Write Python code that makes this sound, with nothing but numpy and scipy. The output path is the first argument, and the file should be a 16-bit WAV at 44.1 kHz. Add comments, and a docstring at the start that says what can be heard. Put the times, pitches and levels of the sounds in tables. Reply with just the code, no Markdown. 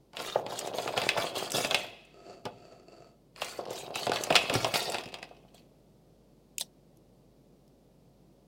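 """A plastic scraper rasps over thin baked cookies, pushing them out of a tilted sheet-metal mould in two rounds.
Cookies knock, clack on the ringing metal and thud into a plastic tray; at the end one is snapped in two.
Between the rounds the mould slides on the tray's rim; a low hum and room noise lie beneath.
Rubbing is uneven slips in noise, coloured by spectra and resonances; blows are decaying bursts of
coloured noise, and the metal's ring is noise around its modes. A short room tail answers it all."""
import sys
import numpy as np
from scipy import signal
from scipy.fft import rfft, irfft, next_fast_len
from scipy.io import wavfile
from scipy.ndimage import uniform_filter1d, map_coordinates

SR = 44100
rng = np.random.default_rng(int(sys.argv[2]) if len(sys.argv) > 2 else 0)


def log_audio(samples):
    """Write samples as a 16-bit WAV file to the path given in sys.argv[1]."""
    # one column per channel
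    frames = np.atleast_2d(samples).T
    # limit to full scale, then quantise
    limited = np.clip(frames, -1, 1)
    pcm = np.round(limited * 32767).astype(np.int16)
    wavfile.write(sys.argv[1], SR, pcm)


N = 373815
TIME = np.arange(N) / SR  # the whole scene, s
AGE = np.arange(SR // 2) / SR  # time since a contact, s

# spectrum of a hard contact with the metal: (frequency [Hz], level [dB])
CLACK_SPECTRUM = [(500, -37.5), (1200, -11), (2000, -8), (2700, -1.5), (3400, -5), (5000, -8),
                  (6500, -22.5), (10000, -27), (16000, -45.5)]
# spectrum of a dull blow of a cookie: (frequency [Hz], level [dB])
KNOCK_SPECTRUM = [(40, -36.5), (130, -7.5), (260, -13.5), (420, -5), (680, 1.5), (1000, -8), (1600, -17.5),
                  (4000, -57)]
# spectrum of breaking crust: (frequency [Hz], level [dB])
CRUMB_SPECTRUM = [(2000, -38), (5000, -1.5), (7500, 4.5), (10000, -2.5), (12000, -9.5), (16000, -12)]
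# strokes of the scraper: (start [s], length [s], level at the bite [dB], crust hiss against the rasp [dB])
STROKES = [(0.154, .03, -49.5, -14), (0.196, 0.18, -33.5, -12), (0.498, 0.18, -46, -6),
           (0.747, 0.19, -44, -7.5), (0.97, 0.18, -31.5, -12.5), (1.179, .12, -29, -13),
           (1.363, 0.1, -31.5, -9.5), (1.547, 0.12, -30, -3.5), (1.697, 0.15, -40, -9.5),
           (3.374, .03, -51, -10.5), (3.413, .17, -42, -8), (3.708, 0.13, -50, -2.5),
           (3.956, 0.1, -43, -2.5), (4.136, 0.21, -35.5, -10), (4.336, 0.18, -39, -8.5),
           (4.541, 0.21, -28, -10.5), (4.748, 0.19, -29, -8), (4.923, 0.08, -36.5, -14.5),
           (5.545, 0.036, -69, 0.5)]

STIR_DB_PER_S = 147  # how quickly the jostling of loose cookies builds up
RUN_OUT_DB_PER_S = 299.5  # release of a stroke


def amp(db):
    """Decibels to gain."""
    return 10 ** (np.asarray(db) / 20)


def unit(x):
    """Scaled to rms 1."""
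    return x / np.sqrt(np.mean(x ** 2) + 1e-20)


def impulse(x):
    """Scaled to energy 1."""
    return x / np.linalg.norm(x)


def along(points, hz):
    """(Hz, value) points read on a log frequency axis."""
    point_hz, values = np.transpose(points)
    return np.interp(np.log(hz + 1), np.log(point_hz), values)


def gains(rows):
    """The gain per sample of (s, dB) rows, silent outside them."""
    return amp(np.interp(TIME, *np.transpose(rows), left=-np.inf, right=-np.inf))


def held(start, end, rise, fall):
    """Gain 1 from start to end; it rises before and falls after, in dB per second."""
    before = abs(rise) * np.maximum(start - TIME, 0)
    after = abs(fall) * np.maximum(TIME - end, 0)
    return amp(-np.minimum(before + after, 200))


def fade(t60):
    """A decay of 60 dB in t60 seconds."""
    return np.exp(-np.log(1000) * AGE / t60)


def wobble(rate):
    """A smooth random curve, rate knots a second."""
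    knots = rng.standard_normal(int(N * rate / SR) + 4)
    return map_coordinates(knots, [TIME * rate])


def filtered(x, response):
    """x times a response of frequency."""
    size = next_fast_len(len(x) + SR // 4)
    spectrum = rfft(x, size) * response(np.fft.rfftfreq(size, 1 / SR))
    return irfft(spectrum, size)[:len(x)]


def coloured(x, spectrum):
    """x through the causal, minimum-phase filter that has this spectrum."""
    size = 2 ** 12
    level = amp(along(spectrum, np.fft.rfftfreq(size, 1 / SR)))
    cepstrum = irfft(np.log(level))
    # folding the cepstrum forward makes the filter causal
    cepstrum[1:size // 2] *= 2
    cepstrum[size // 2 + 1:] = 0
    return signal.fftconvolve(x, irfft(np.exp(rfft(cepstrum))))[:len(x)]


def patchy(x, depth_db):
    """The colour changes from instant to instant as different crumbs touch."""
    grid = signal.stft(x, nperseg=256)[2]
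    across_pitch = uniform_filter1d(rng.standard_normal(grid.shape), size=6, axis=0)
    field = uniform_filter1d(across_pitch, size=5, axis=1)
    return unit(signal.istft(grid * amp(depth_db * unit(field)), nperseg=256)[1][:len(x)])


def gliding(x, glide):
    """The resonances drift in pitch as the rubbing spot moves over the cup."""
    return unit(map_coordinates(x, [np.cumsum(1 + glide * wobble(9))], mode="wrap"))


def friction(rate, spread_db, smooth):
    """Tiny slips of uneven size, on average rate a second, over smooth rubbing noise."""
    slips = (rng.random(N) < rate / SR) * rng.standard_normal(N)
    slips = slips * amp(spread_db * np.clip(rng.standard_normal(N), -2, 2))
    return unit(unit(slips) + smooth * rng.standard_normal(N))


def burst(spectrum, t60, tail_db, tail_t60, colour_db=3):
    """A contact of energy 1, each coloured differently: a short crack and the dense ring of the struck body."""
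    envelope = impulse(fade(t60)) + amp(tail_db) * impulse(fade(tail_t60))
    noise = envelope * rng.standard_normal(len(AGE))
    return impulse(patchy(coloured(noise, spectrum), colour_db))


def add(track, s, sound):
    """Mix a sound in at s seconds."""
    part = track[round(s * SR):][:len(sound)]
    part += sound[:len(part)]


def ringing(x, body, size=SR // 4):
    """x through a body that answers a little differently as the contact moves on."""
    out = np.zeros(N)
    for first in range(0, N, size):
        add(out, first / SR, signal.fftconvolve(x[first:first + size], body()))
    return out


def background():
    """Low room noise with a faint mains hum."""
    # spectrum of the room noise: (frequency [Hz], level [dB])
    air_spectrum = [(20, -31), (45, -12), (75, -18), (140, 0.5), (270, -5.5), (580, -10), (900, -22),
                    (1600, -34.5), (4700, -32), (7000, -37), (16000, -40.5)]
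    # level of air and hum together: (time [s], level [dB])
    quiet_levels = [(0, -62.5), (3.3, -62.5), (5.3, -60), (6.2, -61), (8.6, -61)]
    air = unit(filtered(rng.standard_normal(N), lambda hz: amp(along(air_spectrum, hz))))
    hum = amp(-7.0) * np.sin(2 * np.pi * 50 * TIME)
    return gains(quiet_levels) * (air + hum)


def kitchen(x):
    """The room's answer, a tail of decaying noise; the treble dies first."""
    # reverberation of the room: (frequency [Hz], time to decay by 60 dB [s])
    room_decay = [(150, 0.51), (3000, 0.1), (12000, 0.085)]
    hz, t, grid = signal.stft(rng.standard_normal(SR // 2), SR, nperseg=256)
    decay = np.exp(-np.log(1000) * t / along(room_decay, hz)[:, None])
    tail = signal.istft(grid * decay, SR, nperseg=256)[1]
    delay = round(.006 * SR)
    return signal.fftconvolve(x, np.pad(impulse(tail), (delay, 0)))[:N]


def slide():
    """The mould's edge chatters along the tray's rim, which resonates over a broad, soft rasp."""
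    # resonances of the rubbed rim: (frequency [Hz], width [Hz], level [dB])
    rim_modes = [(372, 86, 12.5), (676, 63, 14), (1295, 34, 8), (2664, 97, -1), (4530, 160, 0),
                 (7400, 1200, -14)]
    # slides of the mould: (start [s], end [s], level [dB])
    slide_moves = [(2.317, 2.341, -47.5), (2.62, 2.766, -56.5), (2.936, 3.075, -56.5)]
    dull_hz, rasp_db, top_hz = 900, -13, 8300

    def rim(f):
        response = 0
        for k, (hz, width, db) in enumerate(rim_modes):
            mode = 1j * f * width / (hz * hz - f * f + 1j * f * width)
            response = response + (-1) ** k * amp(db) * mode  # alternating polarity
        return response

    rub = unit(filtered(friction(rate=450, spread_db=-6, smooth=0.93), rim))
    rasp = unit(filtered(rng.standard_normal(N), lambda f: 1 / (1 + 1j * f / dull_hz)))
    motion = sum(amp(db) * held(start, end, rise=77, fall=220) for start, end, db in slide_moves)
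    chatter = amp(1.5 * wobble(40)) * (rub + amp(rasp_db) * rasp)
    return motion * unit(filtered(chatter, lambda f: 1 / np.sqrt(1 + (f / top_hz) ** 4)))


def snap():
    """One thin dry crack, then the fracture runs through the crumb in steps and the two halves spring apart."""
    # steps of the break and its last crumbs: (time [s], relative level [dB], time to decay by 60 dB [s])
    fractures = [(6.582, -24.5, 0.01), (6.598, -35, 0.025), (6.604, -33, 0.026), (6.61, -23, 0.048),
                 (6.619, -57, 0.067), (6.972, -60, 0.0078), (7.679, -65, 0.012)]
    # spectrum of the cracking: (frequency [Hz], level [dB])
    break_spectrum = [(700, -39.5), (1500, -35), (2400, -8.5), (4200, 3), (6300, -0.5), (9000, -4),
                      (16000, -10.5)]
    # spectrum of the halves springing apart: (frequency [Hz], level [dB])
    halves_spectrum = [(300, -35), (650, 11.5), (1300, -14), (1900, 0), (4000, -33)]
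    out = np.zeros(N)
    for s, db, t60 in fractures:
        crack = burst(break_spectrum, t60, tail_db=-20.5, tail_t60=0.17, colour_db=5)
        add(out, s, amp(db + 20.0) * crack)
    add(out, 6.61, amp(-19) * burst(halves_spectrum, t60=0.046, tail_db=-22, tail_t60=.1))
    return out


def tumbles():
    """Soft blows: cookies flop in the cups with one short push, and thud on the tray's floor."""
    # cookies tumbling in the cups: (time [s], relative level [dB], pitch [Hz])
    cup_knocks = [(.36, -16.5, 646), (.524, -30.5, 720), (.941, -28, 800), (1.167, -25, 800),
                  (3.592, -26, 510), (3.609, -37, 467), (3.685, -32, 527), (3.711, -28, 462),
                  (4.667, -25.5, 670), (4.894, -29, 613), (5.313, -44, 613), (5.547, -49.5, 584)]
    # cookies landing in the tray: (time [s], relative level [dB])
    tray_thuds = [(1.208, -45), (1.541, -31), (1.568, -30), (2.452, -37), (4.306, -30.5), (4.521, -29),
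                  (4.553, -20.5), (4.738, -30), (5.06, -37.5)]
    # spectrum of a landing: (frequency [Hz], level [dB])
    thud_spectrum = [(25, -19), (70, -20.5), (115, 0.5), (180, 0), (330, 1), (600, -9.5), (1500, -37)]
    out = np.zeros(N)
    lead = .003  # the push starts this early, s
    for s, db, hz in cup_knocks:
        cycles = hz * (AGE - lead)
        push = np.exp(-(cycles / 0.93) ** 2) * np.sin(2 * np.pi * cycles)
        add(out, s - lead, amp(db + 20) * impulse(push))
        add(out, s, amp(db + 17) * burst(KNOCK_SPECTRUM, t60=0.11, tail_db=-7, tail_t60=0.074))
    for s, db in tray_thuds:
        add(out, s, amp(db + 22) * burst(thud_spectrum, t60=.05, tail_db=4.5, tail_t60=.16))
    return out


def cookie(t60):
    """The brief, dense ring of one cookie in its cup."""
    return impulse(fade(t60) * rng.standard_normal(len(AGE)))


def swishes():
    """After each longer bite the cookie glides on its smooth underside: narrow, drifting treble resonances."""
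    # spectrum of the glide: (frequency [Hz], level [dB])
    swish_spectrum = [(3000, -27), (5800, -7.5), (7000, -3), (8700, -2.5), (10000, -5), (12000, -23),
                      (16000, -29.5)]
    delay_s, length_s, level_db = .088, 0.074, -50.5  # from bite to middle of the glide; its length; level
    grain = signal.fftconvolve(rng.standard_normal(N), cookie(t60=0.019))[:N]
    swish = unit(coloured(gliding(grain, glide=0.053), swish_spectrum))
    # a brief touch frees no cookie
    middles = [start + delay_s for start, length, *_ in STROKES if length > delay_s]
    speed = sum(np.cos(np.pi * np.clip((TIME - s) / length_s, -.5, .5)) for s in middles)
    return amp(level_db) * speed * swish


def ring():
    """The many alike cups split each mode into a close cluster over a weak bed; the hand damps most quickly."""
    # modes of the sheet metal: (frequency [Hz], level [dB])
    mould_modes = [(655, 1), (786, -10), (1910, -15), (2115, -5), (2570, 5.5), (2750, -4.5), (2920, -7),
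                   (3025, -12), (3320, -0.5), (3550, -9.5), (3900, -9)]
    width_hz = 40  # of each cluster

    def sheet(f):
        power = sum(amp(db) ** 2 / (1 + (2 * (f - hz) / width_hz) ** 2) for hz, db in mould_modes)
        return np.sqrt(power) + amp(-11.0 + along(CLACK_SPECTRUM, f))

    decay = fade(t60=0.069) + amp(-17) * fade(t60=0.8)
    return impulse(filtered(rng.standard_normal(len(AGE)), sheet) * decay)


def clacks():
    """Hard contacts crack, thump, crush crust and leave the metal ringing; crust cracks are mostly crumbs."""
    # hard contacts with the mould: (time [s], relative clack level [dB], relative knock level [dB])
    hard_contacts = [(.133, -44, -45), (.169, -25, -38.5), (0.4643, -30, -34), (0.7843, -24, -25),
                     (.8767, -23.5, -27), (0.9766, -18, -22.5), (1.0171, -21.5, -30.5), (1.037, -25.5, -34),
                     (1.09, -11.5, -40), (1.1767, -25, -23.5), (1.647, -19, -28.5), (1.71, -16, -26),
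                     (1.7453, -11, -26), (2.4538, -29, -29), (3.361, -38, -56), (3.4183, -22, -27.5),
                     (3.9572, -24.5, -31), (4.068, -23.5, -22.5), (4.095, -26, -22.5),
                     (4.118, -21.5, -22.5), (4.1589, -20.5, -34), (4.3039, -18.5, -16),
                     (4.3255, -18.5, -28), (4.3546, -6.5, -28.5), (4.3628, -10, -35), (4.4973, -18, -23.5),
                     (4.6453, -17.5, -21.5), (4.7397, -16, -29), (4.9441, -20.5, -33), (4.9841, -25.5, -37),
                     (5.1411, -25, -39.5), (5.228, -28.5, -41.5)]
    # crust cracking loose from a cup: (time [s], relative level [dB])
    crust_cracks = [(.5903, -27.5), (.672, -38.5), (1.505, -35), (1.5186, -27), (2.051, -61), (3.4458, -36),
                    (3.9563, -33.5), (4.237, -25), (4.5399, -29.5), (4.899, -32.5), (4.92, -36.5),
                    (5.545, -56)]
    crush_db, crack_clack_db = -20, -1.5  # crushed crust against the clack; the metal's answer to a crack
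    onset_s, onset_db = 0.0045, -19  # a faint, short lead-in softens the onset of each clack
    out = np.zeros(N)

    def clack():
        return burst(CLACK_SPECTRUM, t60=0.017, tail_db=-8.5, tail_t60=.13)

    def crumb():
        return amp(20) * burst(CRUMB_SPECTRUM, t60=0.018, tail_db=-16.0, tail_t60=0.044)

    for s, db, knock_db in hard_contacts:
        ring_db = 18.5 + 1.336 * db  # harder blows reach deeper into the metal
        add(out, s, amp(db + 13.5) * clack() + amp(ring_db) * ring() + amp(db + crush_db) * crumb())
        add(out, s - onset_s, amp(db + onset_db + 12) * clack())
        add(out, s, amp(knock_db + 23) * burst(KNOCK_SPECTRUM, t60=0.039, tail_db=0, tail_t60=0.13))
    for s, db in crust_cracks:
        add(out, s, amp(db) * (crumb() + amp(crack_clack_db + 13.5) * clack()))
    return out


def rattling(jostle):
    """Loose cookies tick on the metal while they are jostled, and once more as they come to rest."""
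    settle_s, rest_s, settle_db = 5.0, 5.26, -45.5  # the last rattle: start, end, level
    touches = friction(rate=80, spread_db=0.5, smooth=.1)
    ticks = ringing(patchy(coloured(touches, CLACK_SPECTRUM), depth_db=3), lambda: cookie(t60=.035))
    crumbs = ringing(unit(coloured(touches, CRUMB_SPECTRUM)), lambda: cookie(t60=.015))
    # the two slopes multiply: a doubly steep rise, a gradual fade, then a quick end
    settling = amp(settle_db) * held(settle_s, settle_s, STIR_DB_PER_S, fall=53)
    settling = settling * held(settle_s, rest_s, STIR_DB_PER_S, RUN_OUT_DB_PER_S)
    return (amp(-12) * jostle + settling) * (ticks + amp(-16.5) * crumbs)


def pressure(start, length, db):
    """The force of one stroke: it bites, relaxes as the cookie gives way, and runs out."""
    glide_db, relax_s = -51, 0.16  # a harder stroke relaxes towards this level; time constant
    relaxed = 1 - np.exp(-np.maximum(TIME - start, 0) / relax_s)
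    level = amp(db - max(db - glide_db, 0) * relaxed)
    return level * held(start, start + length, 895.5, RUN_OUT_DB_PER_S)


def scraper():
    """Crust sticks and slips on metal: it rasps and hisses with the force; cookies rattle, the sheet rumbles."""
    # spectrum of the rasp: (frequency [Hz], level [dB])
    rasp_spectrum = [(400, -20.5), (1100, 1), (1800, -1), (4700, 1.5), (6000, -9.5), (10000, -31.5),
                     (16000, -46)]
    # spectrum of the crust's hiss: (frequency [Hz], level [dB])
    hiss_spectrum = [(3000, -28.5), (6500, 3), (9000, -2.5), (11000, -5.5), (16000, -7.5)]
    # spectrum of the sheet's rumble: (frequency [Hz], level [dB])
    rumble_spectrum = [(25, -41.5), (80, -26), (120, -4.5), (260, -6), (380, 2.5), (680, 5), (950, -4.5),
                       (1400, -16.5), (3000, -42)]
    # rounds that jostle loose cookies: (start [s], end [s], rumble level [dB], settling [dB per s])
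    push_rounds = [(0.41, 1.818, -42.5, 123), (3.65, 4.953, -45, 43)]
    dull_hz, bright_db = 2600, 6.5  # above this the rasp comes from rough crust, like the hiss
    flex_db = -5.5  # rumble of the flexing sheet, against the rasp

    grip = amp(0.48 * wobble(70))
    slips = friction(rate=220, spread_db=4, smooth=.9)
    crumbs = friction(rate=300, spread_db=5, smooth=.9)
    rasp = patchy(gliding(coloured(slips, rasp_spectrum), glide=.03), depth_db=3.5)
    hiss = patchy(coloured(crumbs, hiss_spectrum), depth_db=3)

    force, crust = np.zeros(N), np.zeros(N)
    for start, length, db, hiss_db in STROKES:
        stroke = pressure(start, length, db)
        force = np.maximum(force, stroke)
        crust = np.maximum(crust, amp(hiss_db) * stroke)
    jostle = sum(amp(db) * held(start, end, STIR_DB_PER_S, settling)
                 for start, end, db, settling in push_rounds)

    dull = filtered(rasp, lambda f: 1 / (1 + (f / dull_hz) ** 4))
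    rub = force * dull + crust * (hiss + amp(bright_db) * (rasp - dull))
    rub = (rub + ringing(rub, lambda: cookie(t60=0.044))) / np.sqrt(2)
    rattle = rattling(jostle)
    singing = amp(-17.5) * ringing(rub + rattle, ring)  # the metal sings along
    flexing = friction(rate=220, spread_db=4.5, smooth=0.78)
    rumble = patchy(coloured(flexing, rumble_spectrum), depth_db=1)
    rumble = np.hypot(jostle, amp(flex_db) * force) * rumble
    return grip * (rub + rattle + singing + rumble)


def scene():
    """Work at the mould, then the snap close to the microphone, with less of the room."""
    work = scraper() + swishes() + clacks() + tumbles() + slide()
    crack = snap()
    room = kitchen(amp(-13.5) * work + amp(-23.5) * crack)
    return (work + crack + room + background())[None]


def record(dry):
    """A very steep low-pass: next to nothing is kept above the band limit."""
    top_hz = 16000
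    return filtered(dry[0], lambda hz: 1 / np.sqrt(1 + (hz / top_hz) ** 200))[None]


dry = scene()
out = record(dry)
log_audio(out)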